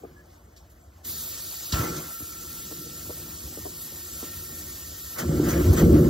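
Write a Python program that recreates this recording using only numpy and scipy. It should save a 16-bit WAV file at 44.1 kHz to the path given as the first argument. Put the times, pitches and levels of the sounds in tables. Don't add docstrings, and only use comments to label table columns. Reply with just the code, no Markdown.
import sys
import numpy as np
from scipy import signal
from scipy.io import wavfile
from scipy.ndimage import uniform_filter1d

SR = 44100
rng = np.random.default_rng(int(sys.argv[2]) if len(sys.argv) > 2 else 0)


def transcribe(u):
    v = np.clip(np.atleast_2d(u).T, -1, 1)
    q = np.round(v * 32767).astype(np.int16)
    wavfile.write(sys.argv[1], SR, q)


N = 268833
IGNITION_S = 1.72


def from_db(db):
    return 10 ** (np.asarray(db) / 20)


def rms_one(x):
    return x / np.sqrt(np.mean(x ** 2) + 1e-20)


def in_time(rows):
    s, *columns = np.transpose(rows)
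    return [np.interp(np.arange(N) / SR, s, column) for column in columns]


def at_hz(table, hz, axis=1):
    table = np.array(table)
    return np.interp(np.log(hz + 1), np.log(table[:, 0]), table[:, axis])


def drift(corner_hz):
    step = 40
    pole = np.exp(-2 * np.pi * corner_hz * step / SR)
    white = rng.standard_normal(N // step + 2002)
    slow = signal.lfilter([1], [1, -2 * pole, pole * pole], white)[2000:]
    return np.interp(np.arange(N) / step, np.arange(len(slow)), rms_one(slow))


def resonances(x, modes):
    out = 0
    for k, (hz, width, db) in enumerate(modes):
        radius = np.exp(-np.pi * abs(width) / SR)
        gain = from_db(db) * (-1) ** k * (1 - radius * radius) / 2
        poles = [1, -2 * radius * np.cos(2 * np.pi * hz / SR), radius * radius]
        out = out + signal.lfilter(gain * np.array([1, 0, -1]), poles, x + 1e-18)
    return out


def steadied(x, over_s, share):
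    swell = uniform_filter1d(rms_one(x) ** 2, round(over_s * SR)) + .02
    return rms_one(x / swell ** (share / 2))


def hiss(spectrum, patchy_db, shared_db):
    out, together = 0, drift(4.2)
    edges = 200 * 2 ** np.arange(0, 6.6, .5)
    white = rng.standard_normal((2, N))
    for k, (low, high) in enumerate(zip(edges, edges[1:])):
        level_db = at_hz(spectrum, np.sqrt(low * high))
        level_db = level_db + patchy_db * drift(10) + shared_db * together
        bandpass = signal.butter(2, [low, high], "band", fs=SR, output="sos")
        out = out + from_db(level_db) * signal.sosfilt(bandpass, white[k % 2])
    return rms_one(out)


def puffs(per_s, uneven_db):
    sizes = from_db(uneven_db * np.minimum(rng.exponential(1, N), 4))
    signs = rng.choice([-1, 1], N)
    return sizes * signs * (rng.random(N) < per_s / SR)


def yard_air():
    # (frequency [Hz], relative density [dB per Hz])
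    spectrum = [(300, -20), (700, 3), (1500, -15), (2500, -19), (5000, -15.5), (10000, -11.5), (13000, -24),
                (16000, -38)]
    return from_db(-60.5) * hiss(spectrum, patchy_db=-2.0, shared_db=-2.0)


def flame():
    # (time [s], rumble level [dB], drum roar level [dB], flame rush level [dB])
    burn = [(0, -52, -49, -58), (.3, -53.5, -59.5, -63.5), (1.03, -50.5, -62, -63.5),
            (1.06, -47, -50.5, -53.5), (1.55, -54.5, -55.5, -54), (1.722, -54, -50.5, -50),
            (1.735, -21, -40, -28), (1.8, -43, -30.5, -30.5), (1.9, -43, -31.5, -36),
            (2.0, -48, -36, -39.5), (2.15, -51.5, -53, -52.5), (2.8, -51, -46.5, -57),
            (3.2, -47, -46.5, -53.5), (4.0, -49, -51.5, -56.5), (4.35, -48.5, -47.5, -54),
            (5.165, -49.5, -54, -56.5), (5.2, -46, -37.5, -41), (5.31, -31.5, -24, -44.5),
            (5.55, -30, -23.5, -36), (5.71, -18, -18.5, -35.5), (5.765, -29, -22, -34.5),
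            (5.81, -24, -16, -36.5), (5.9, -16.5, -17.5, -40), (6.09, -28.5, -15, -37.5)]
    # (frequency [Hz], width [Hz], gain [dB])
    rumble_modes = [(59.3, 54, -2.5), (90, 45.4, -5)]
    # (frequency [Hz], width [Hz], gain [dB])
    drum_modes = [(117, 21.5, 1), (157.2, 30.6, 1.5), (239.2, 19.2, -3), (301.3, 15.8, -3),
                  (357.2, 29.6, -3.5), (473.3, 9.6, -7.5), (542.4, 32, -11), (745, 720, -30.5)]
    # (frequency [Hz], relative density [dB per Hz])
    rush_spectrum = [(300, -10), (600, 0), (1000, -3.5), (1400, -3.5), (2200, -7.5), (3500, -18.5),
                     (7000, -15), (15000, -16.5)]
    rumble_db, roar_db, rush_db = in_time(burn)

    burning = puffs(per_s=1100, uneven_db=3.5)
    deep = resonances(burning + 1.5 * rms_one(rng.standard_normal(N)), rumble_modes)
    rumble = steadied(resonances(deep, [(76.6, 103, 0)]), over_s=0.14, share=1.0)
    hollow = resonances(burning, drum_modes)
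    roar = steadied(resonances(hollow, [(246, 344, 0)]), over_s=0.0048, share=0.32)
    rush = hiss(rush_spectrum, patchy_db=-0.5, shared_db=0.74)

    lit = np.arange(N) / SR > IGNITION_S
    flutter_hz = 9.0
    rumble_db = rumble_db + lit * 2.5 * drift(flutter_hz)
    roar_db = roar_db + lit * 1.5 * drift(flutter_hz)
    rush_db = rush_db + lit * 1.5 * drift(flutter_hz) + spurts()
    return from_db(rumble_db) * rumble + from_db(roar_db) * roar + from_db(rush_db) * rush


def thuds():
    # (time [s], peak level [dB], pitch [Hz])
    blows_in_time = [(0.036, -30.5, 446), (0.476, -47, 222), (1.056, -39.5, 282), (2.206, -34.5, 302),
                     (2.713, -33, 332), (2.862, -35.5, 325), (3.095, -28.5, 353), (3.439, -40, 202),
                     (3.574, -29, 320), (3.654, -26, 460), (3.922, -45, 339), (4.229, -28, 300),
                     (4.762, -46.5, 320), (4.919, -41.5, 360)]
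    hold_s, tail_db, t60_s = .016, -9, .25
    out, t = np.zeros(N), np.arange(round(.3 * SR)) / SR
    envelope = np.where(t < hold_s, 1, from_db(tail_db - 60 * t / t60_s))
    for s, db, hz in blows_in_time:
        blows = (rng.random(len(t)) < 500 / SR) * rng.normal(0, 1, len(t))
        blows[0] = 2
        modes = [(hz, 70, 0), (hz / 1.6, 60, -2), (1.39 * hz, 110, -4), (1200, 800, -24)]
        body = resonances(blows * envelope, modes)
        body = resonances(body, [(hz, 800, 0)])
        at = round(s * SR)
        out[at:at + len(t)] += from_db(db) * body / np.abs(body).max()
    return out


def squeak():
    # (start [s], end [s], mean frequency [Hz], peak level [dB])
    start, end, hz, db = (.16, .22, 1700, -53.5)
    t = np.arange(N) / SR
    shape = np.clip(np.minimum(t - start, end - t) / 0.0055, 0, 1)
    pitch = hz * (1 + 0.0068 * drift(25))
    return from_db(db) * shape * np.sin(2 * np.pi * np.cumsum(pitch) / SR)


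def rubs():
    # (time [s], drive level [dB], hold end after onset [s], ringing re drive [dB], centre [Hz])
    contacts_in_time = [(0.255, -60, .005, -1, 8000), (0.563, -46, 0.016, -7, 4860),
                        (0.697, -55, 0.024, 5, 8950), (1.7215, -20, .01, 0, 4200),
                        (1.964, -29, 0.0078, 0, 6000), (5.182, -27.5, 0.019, -5, 8000),
                        (5.44, -34, 0.01, 6, 10000), (5.484, -31.5, 0.024, 17, 6070),
                        (5.728, -27.5, 0.0085, 10, 10100), (5.764, -32.5, 0.034, 20.5, 3000)]
    # (frequency [Hz], width [Hz], gain [dB])
    fitting_modes = [(4490, 38, -15), (6130, 31, 0), (6930, 49, -6), (7920, 100, -8), (8850, 120, -16),
                     (12100, 48, -10), (12800, 90, -8), (13500, 46, -8)]
    attack_s, t60_s = .0008, .12
    t, plain, ringing = np.arange(round(.25 * SR)) / SR, np.zeros(N), np.zeros(N)
    contacts = rms_one(puffs(per_s=12000, uneven_db=2.0))
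    for s, db, hold_s, ring_db, hz in contacts_in_time:
        at = round(s * SR)
        decay = from_db(db - 60 * np.maximum(t - hold_s, 0) / t60_s)
        scrape = contacts[at:at + len(t)] * np.minimum(t / attack_s, 1) * decay
        plain[at:at + len(t)] += resonances(scrape, [(hz, 0.82 * hz, 0)])
        ringing[at:at + len(t)] += from_db(ring_db) * scrape
    return plain + resonances(ringing, fitting_modes)


def gas_jet():
    # (time [s], sharp hiss level [dB], lower hiss level before tube ringing is added [dB])
    jet = [(1.022, -87, -90), (1.05, -37, -43), (1.11, -33, -40.5), (1.284, -36.5, -42.5),
           (1.72, -36.5, -41), (1.745, -34, -36), (1.96, -43.5, -41), (2.1, -40, -45), (2.68, -38.5, -43),
           (2.83, -40, -44.5), (4.08, -39.5, -44), (4.21, -37, -41), (4.4, -39.5, -44), (5.15, -39.5, -43),
           (5.25, -43, -46), (5.67, -38, -43), (6.09, -41, -47)]
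    # (frequency [Hz], width [Hz], gain [dB])
    tube_modes = [(1260, 110, -4), (1810, 60, -42), (3090, 9.1, -3), (3663, 23, 11.5), (3946, 38, 12),
                  (4460, 39, 16), (4410, 37, 10), (4945, 57, 10), (5830, 34, -18), (5540, 120, -29),
                  (6230, 48, 6), (7130, 97, -24)]
    # (frequency [Hz], relative density [dB per Hz])
    lower_spectrum = [(1000, -14), (2000, -10.5), (3000, -0.5), (4500, -6), (6000, 4), (8000, 2),
                      (11000, -42)]
    # (frequency [Hz], relative density [dB per Hz])
    sharp_spectrum = [(5000, -18), (7500, -9.5), (9500, -2.5), (11500, -1.5), (13000, 1), (15500, -9.5)]
    sharp_db, lower_db = in_time(jet)
    ringing_db = np.where(np.arange(N) / SR < IGNITION_S, -5, -11)
    ringing = from_db(ringing_db) * rms_one(resonances(rng.standard_normal(N), tube_modes))
    lower = hiss(lower_spectrum, patchy_db=.6, shared_db=.5) + ringing
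    sharp = hiss(sharp_spectrum, patchy_db=-1.6, shared_db=-0.85)
    return from_db(lower_db) * lower + from_db(sharp_db) * sharp


def tube_notes():
    # (time [s], lower note level [dB], upper note level [dB])
    notes = [(1.04, -72, -78), (1.15, -63, -62), (1.68, -61, -63), (1.77, -34.5, -63), (1.96, -46.5, -58),
             (2.1, -51.5, -63), (3.0, -56, -64), (3.75, -67, -59.5), (4.27, -55, -56), (4.82, -62.5, -57),
             (5.1, -59, -56), (5.4, -50, -65), (6.09, -49, -69)]
    # (frequency [Hz], width [Hz], gain [dB])
    note_modes = [(1347.4, 43.5, 0), (1845, 62, 0)]
    out, white = 0, rng.standard_normal(N)
    for mode, level_db in zip(note_modes, in_time(notes)):
        level_db = level_db + 1.2 * drift(5.0) + spurts()
        note = resonances(resonances(white, [mode]), [mode])
        out = out + from_db(level_db) * steadied(note, over_s=0.023, share=0.46)
    return out * (np.arange(N) / SR > notes[0][0])


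def booms():
    # (time [s], peak level [dB], pitch [Hz])
    pockets = [(1.727, -22, 145), (1.796, -17, 91.5), (2.224, -35, 91.5), (5.293, -15, 151),
               (5.397, -13, 339), (5.609, -16, 323), (5.784, -10, 135), (5.838, -4, 156), (5.941, -4, 110),
               (5.964, -7, 145), (6.049, -8, 153)]
    out, push = np.zeros(N), np.zeros(round(.12 * SR))
    push[0] = 1
    for s, db, hz in pockets:
        body = resonances(push, [(hz, 50, 0), (350, 70, -15)])
        body = resonances(body, [(hz, 220, 0)])
        at = round(s * SR)
        out[at:at + len(push)] += (from_db(db) * body / np.abs(body).max())[:N - at]
    return out


def spurts():
    # (full rise reached [s], hold [s], rise of the flame rush and tube notes [dB])
    valve_turns = [(5.16, 0.031, 12), (5.47, 0.038, 5.5), (5.774, 0.028, 6)]
    rise_s, fall_s = .012, 0.066
    t, rise_db = np.arange(N) / SR, 0
    for s, hold_s, db in valve_turns:
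        corners = [s - rise_s, s, s + hold_s, s + hold_s + fall_s]
        rise_db = rise_db + np.interp(t, corners, [0, db, db, 0])
    return rise_db


def scene():
    fire = flame() + booms() + gas_jet() + tube_notes()
    mono = fire + thuds() + rubs() + squeak() + yard_air()
    return np.tile(mono, (2, 1))


def record(dry):
    # (frequency [Hz], right leads by [rad], left minus right [dB], rms waver of the lead [rad])
    outputs = [(100, -.06, 0, .08), (380, -.25, -.5, .2), (600, -1.4, 5, .8), (860, -3, 6, 1.2),
               (1150, -.6, -7, 1.3), (1400, .3, -1, .6), (1900, 1.6, 1.5, 1.2), (2400, 3.1, 0, 1.2),
               (3100, 5.6, -1.5, .8), (3500, 2 * np.pi, 0, 0), (4150, 2 * np.pi, 0, 0), (4500, 6.55, 0, .6),
               (8000, 8.35, 0, .8), (8800, 3 * np.pi, 0, 0), (10600, 3 * np.pi, 0, 0),
               (11400, 10.45, 0, .7), (12800, 11.5, 0, .8), (13350, 4 * np.pi, 0, 0)]
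    hz, _, frames = signal.stft(dry, SR, nperseg=1024, noverlap=768)
    lead, balance_db, waver = [at_hz(outputs, hz, axis=k)[:, None] for k in range(1, 4)]
    chance = uniform_filter1d(rng.standard_normal(frames.shape[1:]), size=10, axis=0)
    chance = uniform_filter1d(chance, size=6, axis=1)
    side = np.array([-.5, .5])[:, None, None]
    phase = side * (lead + waver * rms_one(chance))
    frames = frames * np.exp(1j * phase) * from_db(-balance_db * side)
    out = signal.istft(frames, SR, nperseg=1024, noverlap=768)[1][:, :N]
    out = signal.sosfilt(signal.butter(4, 52, "high", fs=SR, output="sos"), out)
    return signal.sosfilt(signal.ellip(12, .3, 70, 15750, fs=SR, output="sos"), out)


dry = scene()
out = record(dry)
transcribe(out)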